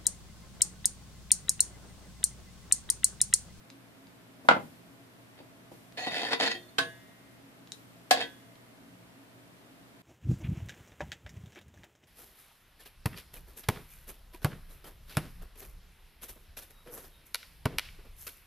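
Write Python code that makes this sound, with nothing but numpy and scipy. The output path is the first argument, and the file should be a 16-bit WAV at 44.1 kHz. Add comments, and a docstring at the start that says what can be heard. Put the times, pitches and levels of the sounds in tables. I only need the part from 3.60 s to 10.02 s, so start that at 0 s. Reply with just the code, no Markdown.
"""Hand tools on a workbench in a small room, heard in stereo from close by.
A fan and mains hum run throughout. After two faint clicks of jaws, a tool is put down with a knock.
Steel cutters graze the bench, are dragged over it, sticking, slipping and squealing, then clack
against it and ring. Their jaws snap shut through a piece of copper wick. Last, they are dropped
back on their tips, skid a little and give one more faint click."""
import sys
import numpy as np
from scipy import signal
from scipy.fft import rfft, irfft
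from scipy.io import wavfile
from scipy.ndimage import uniform_filter1d

SR = 44100
rng = np.random.default_rng(int(sys.argv[2]) if len(sys.argv) > 2 else 0)


def bounce(signal):
    """Save signal as a 16-bit WAV file at the path given by the first command-line argument."""
    frames = np.transpose(np.atleast_2d(signal))
    limited = np.clip(frames, -1, 1)
    pcm = np.round(limited * 32767).astype(np.int16)
    wavfile.write(sys.argv[1], SR, pcm)


N = 283122

# the parts of the cutters that can hit the bench: side, tips, edge
CUTTER_PARTS = ["side", "tips", "edge"]


def amp(db):
    """Turn decibels into a gain."""
    return 10 ** (np.asarray(db) / 20)


def along(points, hz):
    """Read a curve of (frequency, value) points on a logarithmic frequency axis."""
    f, value = np.transpose(points)
    return np.interp(np.log(hz + 1), np.log(f), value)


def bins(size):
    """The frequencies in the spectrum of a sound this many samples long."""
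    return np.arange(size // 2 + 1) * SR / size


def level(x, db, seconds=.01):
    """Scale a sound so that its energy, spread over the given time, has this average level."""
    return x * amp(db) * np.sqrt(seconds * SR / np.mean(np.sum(x ** 2, axis=-1)))


def add(out, start, x):
    """Mix a sound in at a start time in seconds."""
    i = int(start * SR)
    out[:, i:i + x.shape[1]] += x[:, :N - i]


def convolve(x, response):
    """Pass each channel through a response: the sound a thing makes after one tiny tap."""
    return signal.fftconvolve(np.atleast_2d(x), np.atleast_2d(response), axes=1)


def body(colour, peaks, tilt_db=0, size=8192):
    """How an object answers a tap: a broad tone colour, tilted by tilt_db per octave, plus resonances."""
    f = bins(size)
    db = along(colour, f) + tilt_db * np.log2(np.maximum(f, 200) / 1000)
    db = db + sum(boost / (1 + (2 * (f - hz) / width) ** 2) for hz, width, boost in peaks)
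    # folding the cepstrum puts all of the sound after the tap
    cepstrum = irfft(np.log(amp(db)))
    cepstrum[1:size // 2] *= 2
    cepstrum[size // 2 + 1:] = 0
    return irfft(np.exp(rfft(cepstrum)))


def scatter(size):
    """White noise arriving from all sides: left and right are more alike low down than in the treble."""
    likeness = [(40, 0.11), (150, 0.63), (300, 0.58), (600, 0.38), (1200, -0.09), (2500, -0.25),
                (6000, -0.028)]  # how alike the two sides are: f/Hz, correlation
    mid, side = rfft(rng.standard_normal((2, size)))
    alike = np.clip(along(likeness, bins(size)), -1, 1)
    mid, side = mid * np.sqrt((1 + alike) / 2), side * np.sqrt((1 - alike) / 2)
    return irfft(np.array([mid + side, mid - side]), size)


def even(x, width_hz):
    """Give a burst the same energy in every band of this width."""
    spectrum = rfft(x)
    count = max(int(width_hz * x.shape[1] / SR), 1)
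    band_power = np.abs(uniform_filter1d(np.abs(spectrum) ** 2, count))
    return irfft(spectrum / np.sqrt(band_power + 1e-12), x.shape[1])


def from_left(x, lead_s):
    """A sound from the left reaches the left channel earlier and with more high treble."""
    shading = [(300, 0.5), (700, -0.5), (1400, -0.5), (2400, -.5), (4400, -1), (8000, 6.5), (15000, 2)]  # difference between the sides: f/Hz, left minus right/dB
    f = bins(x.shape[1])
    shade = amp(along(shading, f) / 2)
    delay = np.exp(-2j * np.pi * f * lead_s)
    return irfft(rfft(x) * np.array([shade, delay / shade]), x.shape[1])


def spread(force, split_hz):
    """A wide surface sends the same bass to left and right, but different treble."""
    f = bins(force.shape[1])
    common, opposed = rfft(force)
    opposed = opposed * f / (f + split_hz)
    return irfft(np.array([common + opposed, common - opposed]), force.shape[1])


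def contact(seconds, split_hz, size=4096):
    """The force of a blow: a rattle of tiny contacts that swells and dies within milliseconds."""
    progress = np.arange(size) / SR / max(seconds, 1 / SR)
    swell = progress * np.exp(-progress)
    force = spread(rng.standard_normal((2, size)) * swell, split_hz)
    for _ in range(2):
        force = even(force, width_hz=120) * np.minimum(1, 10 * swell)
    return force


def room(x, wet_db, size=24576):
    """Direct sound plus echoes off the walls that build up within milliseconds; the bass stays longest."""
    echo_times = [(100, 0.8), (250, 0.4), (600, 0.23), (1400, 0.2), (3000, 0.2), (7000, 0.16),
                  (14000, 0.12)]  # the room's echo: f/Hz, time to fade by 60 dB/s
    t, f = np.arange(size) / SR, bins(size)
    noise = rfft(even(scatter(size), width_hz=30))
    centres = [hz for hz, _ in echo_times]
    tail = 0
    for share, (_, fade_s) in zip(np.eye(len(centres)), echo_times):
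        band = irfft(noise * along(np.c_[centres, share], f))
        tail = tail + band * np.exp(-np.log(1000) * t / fade_s)
    build_up = 1 - np.exp(-(t / 0.0028) ** 2)
    response = level(tail * build_up, wet_db, 1 / SR)
    response[:, 0] += 1  # the direct sound
    return convolve(x, response)[:, :N]


def fan_and_hum():
    """A fan murmurs in the room's low resonances, over hiss and a little mains hum."""
    colour = [(20, -29), (40, -23.5), (64, -10), (124, -11.5), (200, -10), (280, -7.5), (410, -11.5),
              (690, -15), (900, -15.5), (1900, -17), (3500, -21), (6400, -26), (10000, -24), (14500, -25)]  # tone of the fan's noise: f/Hz, level/dB
    peaks = [(86.7, 46, -7.5), (113.4, 37, 9.5), (176.7, 8.8, 13), (230, 20, 4.5), (273.3, 16, 10),
             (626, 14, 8), (674.3, 21.7, 11)]  # low resonances: f/Hz, width/Hz, boost/dB
    hum_hz = 120
    air = convolve(scatter(N), body(colour, peaks))[:, :N]
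    hum = np.sin(2 * np.pi * hum_hz * np.arange(N) / SR)
    return level(air, db=-54, seconds=N / SR) + level(hum, db=-66.5, seconds=N / SR)


def snips():
    """The jaws click shut in the air: one tiny snap and a trace of rattle, brighter when harder."""
    clicks = [(0.102, -49, 1920), (.47, -58, 4840), (2.324, -57, 1700), (4.074, -55, 3230),
              (4.12, -40, 3940), (4.956, -59.5, 3200)]  # jaw clicks, the loudest being the cut: t/s, level/dB, f/Hz
    colour = [(300, -24), (1200, -22), (2600, -10), (3700, -7.5), (5000, -4.5), (7000, -6.5), (8500, -17),
              (14500, -25)]  # tone of a click: f/Hz, level/dB
    peaks = [(3922, 700, 5.5), (7080, 600, 6.5), (9200, 320, 18)]  # resonances of the jaws: f/Hz, width/Hz, boost/dB
    full_snap_db = -38.5
    out = np.zeros((2, N))
    for start, db, hz in clicks:
        softer_db = max(full_snap_db - db, 0)
        rattle = contact(seconds=.0001 * (1 + .65 * softer_db), split_hz=13000)
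        force = level(rattle, db=-6.5, seconds=1 / SR)
        force[:, 0] += 1  # the snap itself
        jaws = body(colour, peaks + [(hz, 420, 10)], tilt_db=-0.5 - 0.31 * softer_db)
        click = from_left(convolve(force, jaws), lead_s=.00002)
        add(out, start, level(click, db))
    return room(out, wet_db=-6.0)


def knocks():
    """Blunt blows on the bench: soft ones are slower and duller, hard ones wake the tool's hollow tone."""
    blows = [(.847, -45.5), (.886, -9.5), (0.9099, -20), (.963, -31.5), (1.8, -47.5), (2.115, -46),
             (2.466, -34.5)]  # tools and hand hitting the bench: t/s, level/dB
    colour = [(50, -37.5), (130, -15.5), (280, -6.5), (400, -4.5), (650, -1.5), (1200, -2.5), (1800, -9),
              (2900, -11.5), (4400, -17.5), (5800, -28.5), (8500, -33), (14500, -55.5)]  # tone of a knock: f/Hz, level/dB
    peaks = [(265, 51, 1.5), (410, 49, -12.5), (616, 80, 4.5), (821, 76, 6.5), (980, 60, 3),
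             (1850, 160, -1.5), (2096, 110, 11)]  # what a knock rings with: f/Hz, width/Hz, boost/dB
    full_blow_db = -12
    out = np.zeros((2, N))
    for start, db in blows:
        softer_db = max(full_blow_db - db, 0)
        hollow_tone = (1439, 290, 14.5 - 0.95 * softer_db)
        force = contact(seconds=.0018 * (1 + 0.025 * softer_db), split_hz=4500)
        hit = convolve(force, body(colour, peaks + [hollow_tone], tilt_db=-0.26 * softer_db))
        add(out, start, level(from_left(hit, lead_s=0.00024), db))
    return room(out, wet_db=-4.5)


def slides():
    """The cutters graze, drag and skid over the bench; the steel rings where it springs free."""
    graze = [(1.775, -58), (1.8, -55), (1.825, -73)]  # rubbing force as they are reached for: t/s, level/dB
    drag = [(2.368, -47), (2.376, -39), (2.462, -42.5), (2.47, -32), (2.498, -43), (2.564, -32.5),
            (2.596, -36.5), (2.65, -34), (2.7, -41), (2.734, -24.5), (2.786, -60), (2.8, -27.5),
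            (2.88, -29.5), (2.894, -45.5), (2.916, -30), (2.936, -49.5), (2.956, -42.5), (2.98, -55)]  # rubbing force as they are dragged: t/s, level before gain/dB
    skid = [(4.56, -34), (4.58, -36), (4.628, -33), (4.66, -52)]  # rubbing force after they are dropped: t/s, level/dB
    releases = [(2.865, "edge", -44), (2.948, "edge", -41), (4.62, "tips", -40)]  # the jaws spring free: t/s, part, ring level/dB
    rubbing = rub(graze, gain_db=0, light_judder_db=0)
    rubbing += rub(drag, gain_db=2, light_judder_db=12.5)
    rubbing += rub(skid, gain_db=0, light_judder_db=9.5)
    rings = np.zeros((2, N))
    for start, part, ring_db in releases:
        add(rings, start, steel_ring(part, ring_db))
    return room(rubbing + squeals(), wet_db=-8.5) + rings


def stick_slip(times, force_db, gain_db, size=32768):
    """The jaws stick and slip in dense, uneven jolts. Gives the sample times and the force."""
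    snags = [(2.376, 7), (2.399, 12), (2.469, 8), (2.617, 6)]  # the jaws snag and jerk free: t/s, jump in force/dB
    slips_per_s, slip_s, steady_grip, snag_s = 900, .00092, .6, 0.0022
    t = times[0] + np.arange(size) / SR
    slipping = rng.random(size) < slips_per_s / SR
    slips = slipping * amp(2 * np.minimum(rng.exponential(size=size), 3))
    grip = steady_grip + signal.lfilter([1], [1, -np.exp(-1 / (slip_s * SR))], slips)
    rasp = even(spread(rng.standard_normal((2, size)) * grip, split_hz=5200), width_hz=60)
    jerk_db = sum(db * (t >= start) * np.exp(-np.abs(t - start) / snag_s) for start, db in snags)
    push = amp(np.interp(t, times, force_db) + jerk_db) * (t < times[-1])
    return t, level(rasp, gain_db, size / SR) * push


def rub(curve, gain_db, light_judder_db):
    """Sliding jaws shake the bench: it can judder under a light touch and growls under a hard push."""
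    colour = [(60, -40), (130, -20), (260, 0), (520, -0.5), (720, 1.5), (1200, -8.5), (1800, -1.5),
              (2900, -3.5), (4800, -5.5), (5800, -18), (8000, -23), (10500, -25.5), (14500, -43)]  # tone of the rubbing: f/Hz, level/dB
    resonances = [(270.6, 15, 5.5), (394, 16, -31), (467, 44, 10.5), (988, 20, 14.5), (1437, 23, 11.5),
                  (1763, 120, 8.5), (1855, 38, 5.5), (1992, 42, 14), (2400, 120, 0), (2528, 51, 9),
                  (2630, 47, 7), (3190, 57, 12), (3650, 65, 11.5), (3740, 48, 8), (4530, 300, 6),
                  (5270, 140, 4.5), (6830, 150, 10.5), (8800, 65, -3), (10070, 110, 12)]  # what the sliding jaws set ringing: f/Hz, width/Hz, boost/dB
    light_db, hard_db, spot_s = -38, -29, .06
    times, force_db = np.transpose(curve)
    t, force = stick_slip(times, force_db, gain_db)
    out = np.zeros((2, N))
    for moment in np.arange(times[0], times[-1] + spot_s, spot_s):
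        pressed_db = np.interp(moment, times, force_db)
        hard = np.clip((pressed_db - light_db) / (hard_db - light_db), 0, 1)
        light = 1 - hard
        judder = (744, 113, light * light_judder_db - hard * 1.5)
        growl = (1290, 550, hard * 3.5 - light * 5.5)
        peaks = np.array(resonances + [judder, growl], float)
        # the point of contact travels, and each spot rings a little differently
        detune, reweight = rng.uniform(-0.98, 1, (2, len(peaks)))
        peaks[:, 0] *= 1 + .018 * detune
        peaks[:, 2] += 2.5 * reweight
        spot = level(body(colour, peaks, tilt_db=light * 0.44 + hard * 0.16), 0, 1 / SR)
        crossfade = np.maximum(1 - np.abs(t - moment) / spot_s, 0)
        add(out, times[0], from_left(convolve(force * crossfade, spot), lead_s=.00012))
    return out


def squeals(size=8192):
    """Where the jaws catch, friction feeds a few of their narrow resonances."""
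    catches = [(2.375, .085, -43), (2.847, 0.0366, -37), (2.907, .02, -37.5)]  # the jaws catch: t/s, length/s, level/dB
    tones = [(4290, 34, 0), (1910, 21, -2), (6620, 54, -12)]  # tones of the squeal: f/Hz, width/Hz, level/dB
    out = np.zeros((2, N))
    t = np.arange(size) / SR
    jaws = sum(amp(db) * np.sqrt(width) * np.exp(-np.pi * width * t) * np.sin(2 * np.pi * hz * t)
               for hz, width, db in tones)
    for start, seconds, db in catches:
        burst = rng.standard_normal((2, size)) * (t < seconds)
        force = even(spread(burst, split_hz=4600), width_hz=100)
        squeal = from_left(convolve(force, jaws), lead_s=.00004)
        add(out, start, level(squeal, db, seconds))
    return out


def steel_ring(part, db, size=28000):
    """The cutters and the bench under them ring on; the part struck sets how loud each tone is."""
    # ringing tones: f/Hz, time to fade by 60 dB/s, side level/dB, tips level/dB, edge level/dB
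    tones = [(273, 0.39, -11.5, -6, -23), (354, 0.51, -18.5, -17, -4), (539, 0.55, -35, -6, -15),
             (665, 0.35, -4, -32, -10), (1540, 0.38, -8, -7, -30), (1684, 0.4, 0, -5, -18),
             (1860, 0.16, -35, -28, 2), (1888, 2.3, -28, -27, -40), (2080, 3.9, -32, -38, -39),
             (2674, 0.16, -9, -25, -5), (2920, 0.75, -23, -27, -27), (3210, 0.2, -20, -5, 1),
             (3380, 0.72, -25, -11, -24), (3585, 1.03, -26, -28, -15.5), (3725, 0.65, -30, -19, -27),
             (6500, 0.35, -21, -21, -29), (9360, 0.36, -17.5, -35, -35)]
    t = np.arange(size) / SR
    ring = 0
    for hz, fade_s, *part_db in tones:
        # left and right drift further out of step for higher tones
        phase = rng.uniform(0, 2 * np.pi) + rng.standard_normal((2, 1)) * min(hz / 3000, 1)
        fade = amp(db + part_db[CUTTER_PARTS.index(part)]) * np.exp(-np.log(1000) * t / fade_s)
        ring = ring + fade * np.sin(2 * np.pi * hz * t + phase)
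    return ring * (1 - np.exp(-t / 0.0023))


def clacks():
    """Steel meets the bench: a hard crack, a thud of the struck spot, then the ring."""
    # the cutters land: t/s, part, level/dB, contact time/s, tilt/dB per octave, ring level/dB
    landings = [(3.1825, "side", -20, 0.0033, -0.5, -29.5), (4.5085, "tips", -13.5, 0.0028, 2.5, -32.5)]
    colour = [(50, -39), (120, -6), (300, -7), (700, -1), (1500, -0.5), (2400, -2), (3700, -0.5),
              (4700, -0.5), (6000, -9), (8500, -13.5), (14500, -22)]  # tone of a clack: f/Hz, level/dB
    # short resonances of cutters and bench together: f/Hz, width/Hz, side boost/dB, tips boost/dB
    resonances = [(264, 68, 4, 12), (476.4, 43, 15, 20), (607, 124, -14, -0.5), (711, 212, 10, 26.5),
                  (883, 63, -18, -9), (1092, 65, 11, 10), (1540, 134, 16.5, -6), (1688, 53, -17, 14.5),
                  (2025, 68, -11, -12), (2060, 160, 7, 13), (2270, 62, -9, -5), (2640, 150, 7, 5),
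                  (3170, 180, 11, 5), (3840, 100, 12, 4)]
    out, rings = np.zeros((2, 2, N))
    for start, part, db, contact_s, tilt_db, ring_db in landings:
        peaks = [(hz, width, boost[CUTTER_PARTS.index(part)]) for hz, width, *boost in resonances]
        hit = convolve(contact(contact_s, split_hz=1600), body(colour, peaks, tilt_db))
        add(out, start, level(from_left(hit, lead_s=.0001), db))
        add(rings, start, steel_ring(part, ring_db))
    return room(out, wet_db=-4.5) + rings


def lower_hiss(x, threshold_db, depth_db, release_s):
    """The treble is turned down in the quiet and stays open for a moment after each loud sound."""
    loud = uniform_filter1d(np.mean(x ** 2, axis=0), SR // 100) > amp(threshold_db) ** 2
    i = np.arange(N)
    since_loud = (i - np.maximum.accumulate(np.where(loud, i, -N))) / SR
    treble = signal.sosfilt(signal.butter(1, 3000, "high", fs=SR, output="sos"), x)
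    treble_gain = amp(-depth_db * (1 - np.exp(-since_loud / release_s)))
    return x - treble * (1 - treble_gain)


def scene():
    """Everything on the bench, over the fan and hum."""
    return knocks() + clacks() + slides() + snips() + fan_and_hum()


def record(dry):
    """Lower the hiss, round off the highest peaks and cut the very top of the treble."""
    ceiling, top_hz = .78, 14700
    clean = lower_hiss(dry, threshold_db=-47, depth_db=6.0, release_s=0.13)
    rounded = clean / (1 + (clean / ceiling) ** 6) ** (1 / 6)
    return signal.sosfilt(signal.ellip(10, .2, 70, top_hz, fs=SR, output="sos"), rounded)


dry = scene()
out = record(dry)
bounce(out)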